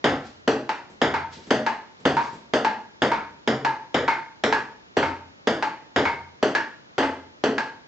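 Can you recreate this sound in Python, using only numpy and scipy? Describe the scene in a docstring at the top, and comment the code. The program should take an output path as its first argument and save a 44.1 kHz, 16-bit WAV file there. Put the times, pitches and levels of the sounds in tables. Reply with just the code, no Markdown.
"""In a living room, two players keep up a table tennis rally before a pair of microphones.
The ball knocks on the hollow-sounding table top, near and far end in turn: a short push sets resonances
booming and the ball's shell clicking, with a dry crack on top. Each knock is answered by the pock of
a bat, whose blade rings in two modes. Echoes and a diffuse tail ring on for about half a second.
Footfalls and short swishes are shaped noise and soft blows, over steady room noise and a wide hiss."""
import sys
import numpy as np
from scipy import signal
from scipy.fft import rfft, irfft, next_fast_len
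from scipy.io import wavfile
from scipy.ndimage import uniform_filter1d

SR = 44100
rng = np.random.default_rng(int(sys.argv[2]) if len(sys.argv) > 2 else 0)


def waveform_to_disk(signal):
    """Save audio, clipped to [-1, 1], as 16-bit WAV at the path in sys.argv[1]."""
    frames = np.transpose(np.atleast_2d(signal))
    scaled = np.clip(frames, -1, 1) * 32767
    samples = np.round(scaled).astype(np.int16)
    wavfile.write(sys.argv[1], SR, samples)


N = 347111  # length of the scene [samples]
SIZE = 24576  # length of one blow's response [samples]
AGE = np.arange(SIZE) / SR  # time since the blow [s]
HZ = np.maximum(np.fft.rfftfreq(SIZE, 1 / SR), 1)

# ball on table, near and far end in turn:
# (time [s], level before the trim of its end [dB], contact time [ms], boom of the landing spot [dB])
BOUNCES = [(0.042, -15, .6, 3), (0.4763, -17.5, 0.67, -1), (1.016, -15.5, 0.59, 3), (1.506, -16, 0.63, -2),
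           (2.053, -16.5, 0.64, 6), (2.5356, -17, 0.63, -0.5), (3.0197, -16, 0.61, 4),
           (3.4753, -17.5, 0.59, -2), (3.9439, -17, 0.58, 2.5), (4.4372, -16, 0.54, -3),
           (4.9687, -17.5, 0.663, -1), (5.4719, -17, 0.61, 1.5), (5.9611, -15.5, .59, 0),
           (6.4271, -18, .66, -3.5), (6.9811, -17.5, 0.64, -6), (7.4379, -18.5, 0.67, -2.5)]
# an ordinary landing at each end, before spot and contact: (knock [dB], click [dB], crack [dB])
NEAR_LANDING = (1.0, .5, -34.5)
FAR_LANDING = (.2, 3.6, -33.5)
USUAL_CONTACT_MS = .62


def from_db(db):
    """Decibels to gain."""
    return 10 ** (np.asarray(db) / 20)


def at_hz(points, hz=HZ):
    """Read a table on a log-frequency axis."""
    knots, values = np.transpose(points)
    return np.interp(np.log(hz), np.log(knots), values)


def add(out, sound, s):
    """Mix a stereo sound in at a given time."""
    start = max(round(s * SR), 0)
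    out[:, start:start + sound.shape[1]] += sound[:, :N - start]


def hump(centre_hz, octaves):
    """A bell from 0 to 1 on the log-frequency axis."""
    return np.exp(-.5 * (np.log2(HZ / centre_hz) / octaves) ** 2)


def body(colour, resonances=(), vary_db=3.0):
    """Gain of a struck thing: a colour of unit energy, raised by resonances that vary with each blow."""
    power = np.ones(len(HZ))
    for hz, width, db in resonances:
        height = from_db(db + vary_db * rng.standard_normal()) ** 2
        power += height / (1 + (2 * (HZ - hz) / width) ** 2)
    gain = from_db(at_hz(colour))
    return gain * np.sqrt(power / np.mean(gain ** 2))


def causal(gain):
    """The minimum-phase response with this gain: it starts at once and rings afterwards."""
    cepstrum = irfft(np.log(gain + 1e-9))
    cepstrum[1:SIZE // 2] *= 2
    cepstrum[SIZE // 2 + 1:] = 0
    return np.exp(rfft(cepstrum))


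def spread(mid, side, hz):
    """Two unrelated spectra become left and right, nearly alike in the bass."""
    # diffuse sound at the microphone pair: (frequency [Hz], likeness of left and right [0 to 1])
    likeness = [(60, .999), (240, .9997), (380, .998), (600, .99), (850, .93), (1050, .58), (1400, .96),
                (2000, .82), (2700, .62), (4500, .48), (7500, .68)]
    alike = np.clip(at_hz(likeness, hz), 0, 1)
    shared = np.sqrt((1 + alike) / 2) * mid
    opposed = np.sqrt((1 - alike) / 2) * side
    return shared + opposed * [[1], [-1]]


def room(direct_db, early_db, early_s, early_tilt_db=1.0, beam_hz=700):
    """Stereo response: direct sound, a flurry of echoes from nearby surfaces, and a diffuse tail."""
    # room decay: (frequency [Hz], time to fall by 60 dB [s])
    room_t60 = [(90, 0.74), (260, 0.46), (700, 0.42), (1800, 0.43), (5000, 0.37)]
    centres = np.array(room_t60)[:, 0]
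    # the echoes build up over the first millisecond or so
    noise = rng.standard_normal((2, SIZE)) * (1 - np.exp(-AGE / 0.00072))
    flurry = from_db(early_db) * np.exp(-AGE / early_s) * np.sqrt(2 / (early_s * SR))
    echoes = 0
    for own, (hz, t60) in zip(np.eye(len(room_t60)), room_t60):
        fade = np.log(1000) / t60
        tail = np.exp(-fade * AGE) * np.sqrt(2 * fade / SR)
        share = np.interp(np.log(HZ), np.log(centres), own)
        tilt = from_db(early_tilt_db * np.log2(hz / beam_hz))  # dB per octave
        echoes = echoes + share * rfft(noise * np.hypot(tail, flurry * tilt))
    # a flat panel sends little bass along its own plane
    direct = from_db(direct_db) * 1j * HZ / (beam_hz + 1j * HZ)
    return direct + spread(*echoes, HZ)


def blow(gain, path, level_db):
    """A blow reaches two microphones; level is a unit-energy blow's rms over a twentieth of a second."""
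    # microphone pair: (frequency [Hz], phase by which left leads right [rad])
    lead = [(100, 0), (250, -.02), (500, -.07), (920, .08), (1130, -1.2), (2000, -.55), (3000, -.75),
            (4000, -.2), (6000, 0)]
    # microphone pair: (frequency [Hz], left minus right [dB])
    balance = [(250, 0), (750, 1.8), (1250, -.5), (2300, .7), (6000, .3)]
    ports = np.array([[.5], [-.5]])
    pair = from_db(ports * at_hz(balance)) * np.exp(1j * ports * at_hz(lead))
    # the path smears the blow in time but keeps its broad colour
    passed = np.sqrt(uniform_filter1d(np.mean(np.abs(path) ** 2, axis=0), size=35))
    heard = irfft(causal(gain / passed) * path * pair)[:, :SIZE * 7 // 8]
    return from_db(level_db) * np.sqrt(SR / 20) * heard


def steady_noise(colour):
    """Stereo noise of a given colour, rms 1."""
    size = next_fast_len(N)
    hz = np.maximum(np.fft.rfftfreq(size, 1 / SR), 1)
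    mid, side = rfft(rng.standard_normal((2, size)))
    noise = irfft(spread(mid, side, hz) * from_db(at_hz(colour, hz)), size)[:, :N]
    return noise / noise.std()


def quiet_room(level_db=-56):
    """The steady background of the room: coloured noise, nearly alike in both channels in the bass."""
    # colour of the background: (frequency [Hz], relative density [dB per Hz])
    quiet = [(25, -16.5), (62, -4.5), (150, 1.5), (300, 2), (600, -4), (1200, -9.5), (2500, -15),
             (5500, -15.5), (7300, -21.5), (8000, -49.5)]
    return from_db(level_db) * steady_noise(quiet)


def hiss(level_db=-52):
    """The microphones' own noise, opposite in the two channels and so heard wide."""
    # colour of the hiss: (frequency [Hz], relative density [dB per Hz])
    hiss_colour = [(25, -23.5), (70, -5), (150, -5), (300, 0), (1000, -1), (2000, -5.5), (4000, -10.5),
                   (5500, -16), (7000, -24), (8000, -51)]
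    return from_db(level_db) * steady_noise(hiss_colour)[0] * [[1], [-1]]


def table(notch_fill=.24, notch_from_hz=1700, floor_db=-5.5, floor_s=0.007595, near_db=-2.0, far_db=-2.5):
    """The ball's short push sets the table top booming and its own shell clicking."""
    # colour of a knock on the table top: (frequency [Hz], relative level [dB])
    top_colour = [(30, -21.5), (55, 4.5), (85, 3.5), (130, 11), (175, 10), (240, 19.5), (450, 21),
                  (800, 19), (1050, 14), (1650, 14), (2500, 9), (3400, 4.5), (5000, -2.5), (7500, -13)]
    # resonances of each end, varying by blow: (frequency [Hz], width [Hz], usual height over the colour [dB])
    near_end = [(87, 5.8, 12.5), (142.5, 8.4, 7), (270.7, 11, 8), (864, 41, -2.5)]
    far_end = [(131.2, 4.3, 11), (221.8, 23, 11), (272, 8.4, 10), (441.4, 21.3, 8.4), (616.6, 15, 6)]
    knock_db_per_ms = 38  # a longer, softer contact gives more knock
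    panel_hz, panel_scatter_hz = 449, 30.2
    out = np.zeros((2, N))
    for k, (s, level_db, contact_ms, boom_db) in enumerate(BOUNCES):
        far = k % 2
        knock_db, click_db, _ = FAR_LANDING if far else NEAR_LANDING
        knock_db = knock_db + knock_db_per_ms * (contact_ms - USUAL_CONTACT_MS)
        # each spot favours another panel resonance
        panel = (rng.normal(panel_hz, panel_scatter_hz), 45, 1.0)
        gain = body(top_colour, (far_end if far else near_end) + [panel])
        # the landing spot and the contact decide how much of each register sounds
        spot_db = boom_db * hump(180, 0.43) + knock_db * hump(350, 0.93) + click_db * hump(5700, 0.32)
        # a push of finite length leaves evenly spaced notches in the treble
        push = 2 * (np.cos(np.pi * HZ * contact_ms / 1000) ** 2 + notch_fill ** 2)
        dips_db = 10 * np.log10(push) / (1 + (notch_from_hz / HZ) ** 4)
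        if far:
            path = room(direct_db=-15.0, early_db=-6.0, early_s=0.0079)
        else:
            path = room(direct_db=-13.0, early_db=-17.0, early_s=0.013)
        # the underside's boom comes back from the floor
        delay = np.exp(-2j * np.pi * HZ * floor_s)
        path = path + from_db(floor_db) * hump(270, 0.81) * delay
        knock = blow(gain * from_db(spot_db + dips_db), path, level_db + (far_db if far else near_db))
        add(out, knock, s)
    return out


def cracks(fade_s=0.0065, width=0.8):
    """Landings add a dry, fast-fading crack of noise, stronger with short contact and on booming spots."""
    # colour of the crack: (frequency [Hz], relative level [dB])
    crack_colour = [(300, -23.5), (1200, -4), (1800, -1), (2500, -14.5), (3050, 0), (3600, -4), (4100, -25),
                    (8000, -24)]
    crack_loss_db_per_ms, crack_per_boom = 69, 1.1  # the latter in dB per dB
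    out, gain = np.zeros((2, N)), body(crack_colour)
    fade = np.exp(-AGE / fade_s) + 1e-9
    for k, (s, _, contact_ms, boom_db) in enumerate(BOUNCES):
        *_, usual_db = FAR_LANDING if k % 2 else NEAR_LANDING
        softness_db = crack_loss_db_per_ms * (contact_ms - USUAL_CONTACT_MS)
        crack_db = usual_db - softness_db + crack_per_boom * boom_db
        mid, side = rfft(rng.standard_normal((2, SIZE)) * fade)
        add(out, blow(gain, spread(mid, width * side, HZ), crack_db), s)
    return out


def bats(shadow_hz=2600):
    """Each wooden blade rings in two modes: grip sets their pitch, the spot hit shares the blow out."""
    # ball on bat, near and far player in turn:
    # (time [s], level [dB], blade pitch [Hz], spot [0 rings the low mode only, 1 the upper])
    strokes = [(0.094, -31.5, 870, 0.37), (0.6922, -27.5, 879, 0.11), (1.1402, -26.3, 908, 0.19),
               (1.6645, -26.5, 894, 0.38), (2.1685, -26, 930, 0.071), (2.6475, -25, 883, 0.22),
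               (3.1168, -26, 923, 0.19), (3.6485, -26, 900, 0.42), (4.0795, -22.5, 911, 0.27),
               (4.5255, -24, 894, 0.43), (5.028, -26.5, 910.5, 0.29), (5.6253, -26.5, 870, 0.27),
               (6.0535, -25.5, 922, 0.41), (6.5507, -24.5, 907, 0.78), (7.03, -28, 871, .25),
               (7.581, -27, 884, 0.67)]
    # colour of each bat: (frequency [Hz], relative level [dB])
    near_bat = [(60, -22.5), (170, -14), (270, 0.5), (600, -4), (1100, 3), (1600, 6), (1900, -3),
                (2400, -3), (3200, -12.5), (4500, -13), (8000, -31.5)]
    far_bat = [(60, -26), (190, -12), (310, 3), (550, -0.5), (1100, 4), (1500, 3), (2000, 1), (2800, -4),
               (3400, -12.5), (4400, -11.5), (8000, -28.5)]
    # bending modes of each blade: (low mode's width [Hz], upper / low pitch [ratio], upper mode's width [Hz])
    near_blade = (23.7, 2.37, 87)
    far_blade = (38, 1.855, 52)
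    # a firm stroke of each bat: (fullest low ring [dB], fullest upper ring [dB], click before the spot [dB])
    near_stroke = (23.8, 20, -2.3)
    far_stroke = (20.8, 16.4, 0.91)
    # below a firm stroke the blade rings less (dB per dB); spots that miss the low mode click more
    firm_stroke_db, ring_loss, spot_click_db = -26, 2.1, 4.0
    out = np.zeros((2, N))
    for k, (s, level_db, pitch_hz, spot) in enumerate(strokes):
        far = k % 2
        low_width, ratio, upper_width = far_blade if far else near_blade
        low_db, upper_db, click_db = far_stroke if far else near_stroke
        angle = np.pi / 2 * np.clip(spot, .01, .99)
        soft_db = ring_loss * min(level_db - firm_stroke_db, 0)
        low_ring_db = low_db + soft_db + 20 * np.log10(np.cos(angle))
        upper_ring_db = upper_db + soft_db + 20 * np.log10(np.sin(angle))
        modes = [(pitch_hz, low_width, low_ring_db), (pitch_hz * ratio, upper_width, upper_ring_db)]
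        click = from_db((click_db + spot_click_db * spot) * hump(5400, 0.64))
        gain = body(far_bat if far else near_bat, modes, vary_db=1.0) * click
        # each end has its own mix of direct sound and early echoes
        if far:
            path = room(direct_db=-6.5, early_db=-3.0, early_s=0.012)
        else:
            # the near player shades the direct treble
            shade_db = -10 * np.log10(1 + (HZ / shadow_hz) ** 4)
            path = room(direct_db=-9.0 + shade_db, early_db=-3.0, early_s=0.012, early_tilt_db=-2.5)
        add(out, blow(gain, path, level_db), s)
    return out


def players():
    """Dull footfalls on the wooden floor, and short swishes as the players reach for the ball."""
    # shoes and clothes rubbing: (time [s], level [dB], rise [s], fade [s])
    scuffs = [(.27, -50, .03, 0.065), (1.334, -43, 0.012, 0.046), (1.44, -56, 0.034, 0.11),
              (2.249, -46.5, 0.098, 0.087)]
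    # soft footfalls: (time [s], level [dB])
    steps = [(0.899, -48.5), (1.369, -44.5), (1.469, -42), (2.0, -49), (2.33, -42.5)]
    # colour of a footfall: (frequency [Hz], relative level [dB])
    foot = [(30, -10), (80, -7.5), (200, 1.5), (450, -3), (1000, -18), (6000, -26.5)]
    # colour of rubbing: (frequency [Hz], relative density [dB per Hz])
    cloth = [(200, -6), (1000, -5.5), (2500, 0), (5000, 1.5), (8000, -10.5), (11000, -30)]
    out, t = np.zeros((2, N)), np.arange(N) / SR
    for s, level_db in steps:
        path = room(direct_db=-19.5, early_db=-13.0, early_s=0.024)
        add(out, blow(body(foot), path, level_db), s)
    rubbing = np.zeros(N)
    for s, level_db, rise, fade in scuffs:
        # swells up to its time, then dies away
        rubbing += from_db(level_db) * np.exp(-np.maximum((s - t) / rise, (t - s) / fade))
    return out + rubbing * steady_noise(cloth)


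def scene():
    """The rally over the quiet of the room and the hiss of the microphones."""
    return quiet_room() + hiss() + table() + cracks() + bats() + players()


def record(dry):
    """The camera drops the deep bass, rounds the highest peaks and cuts the treble off steeply."""
    lean = signal.sosfilt(signal.butter(2, 42, "high", fs=SR, output="sos"), dry)
    rounded = lean / (1 + (lean / .68) ** 4) ** (1 / 4)
    return signal.sosfilt(signal.cheby1(10, .3, 7650, fs=SR, output="sos"), rounded)


dry = scene()
out = record(dry)
waveform_to_disk(out)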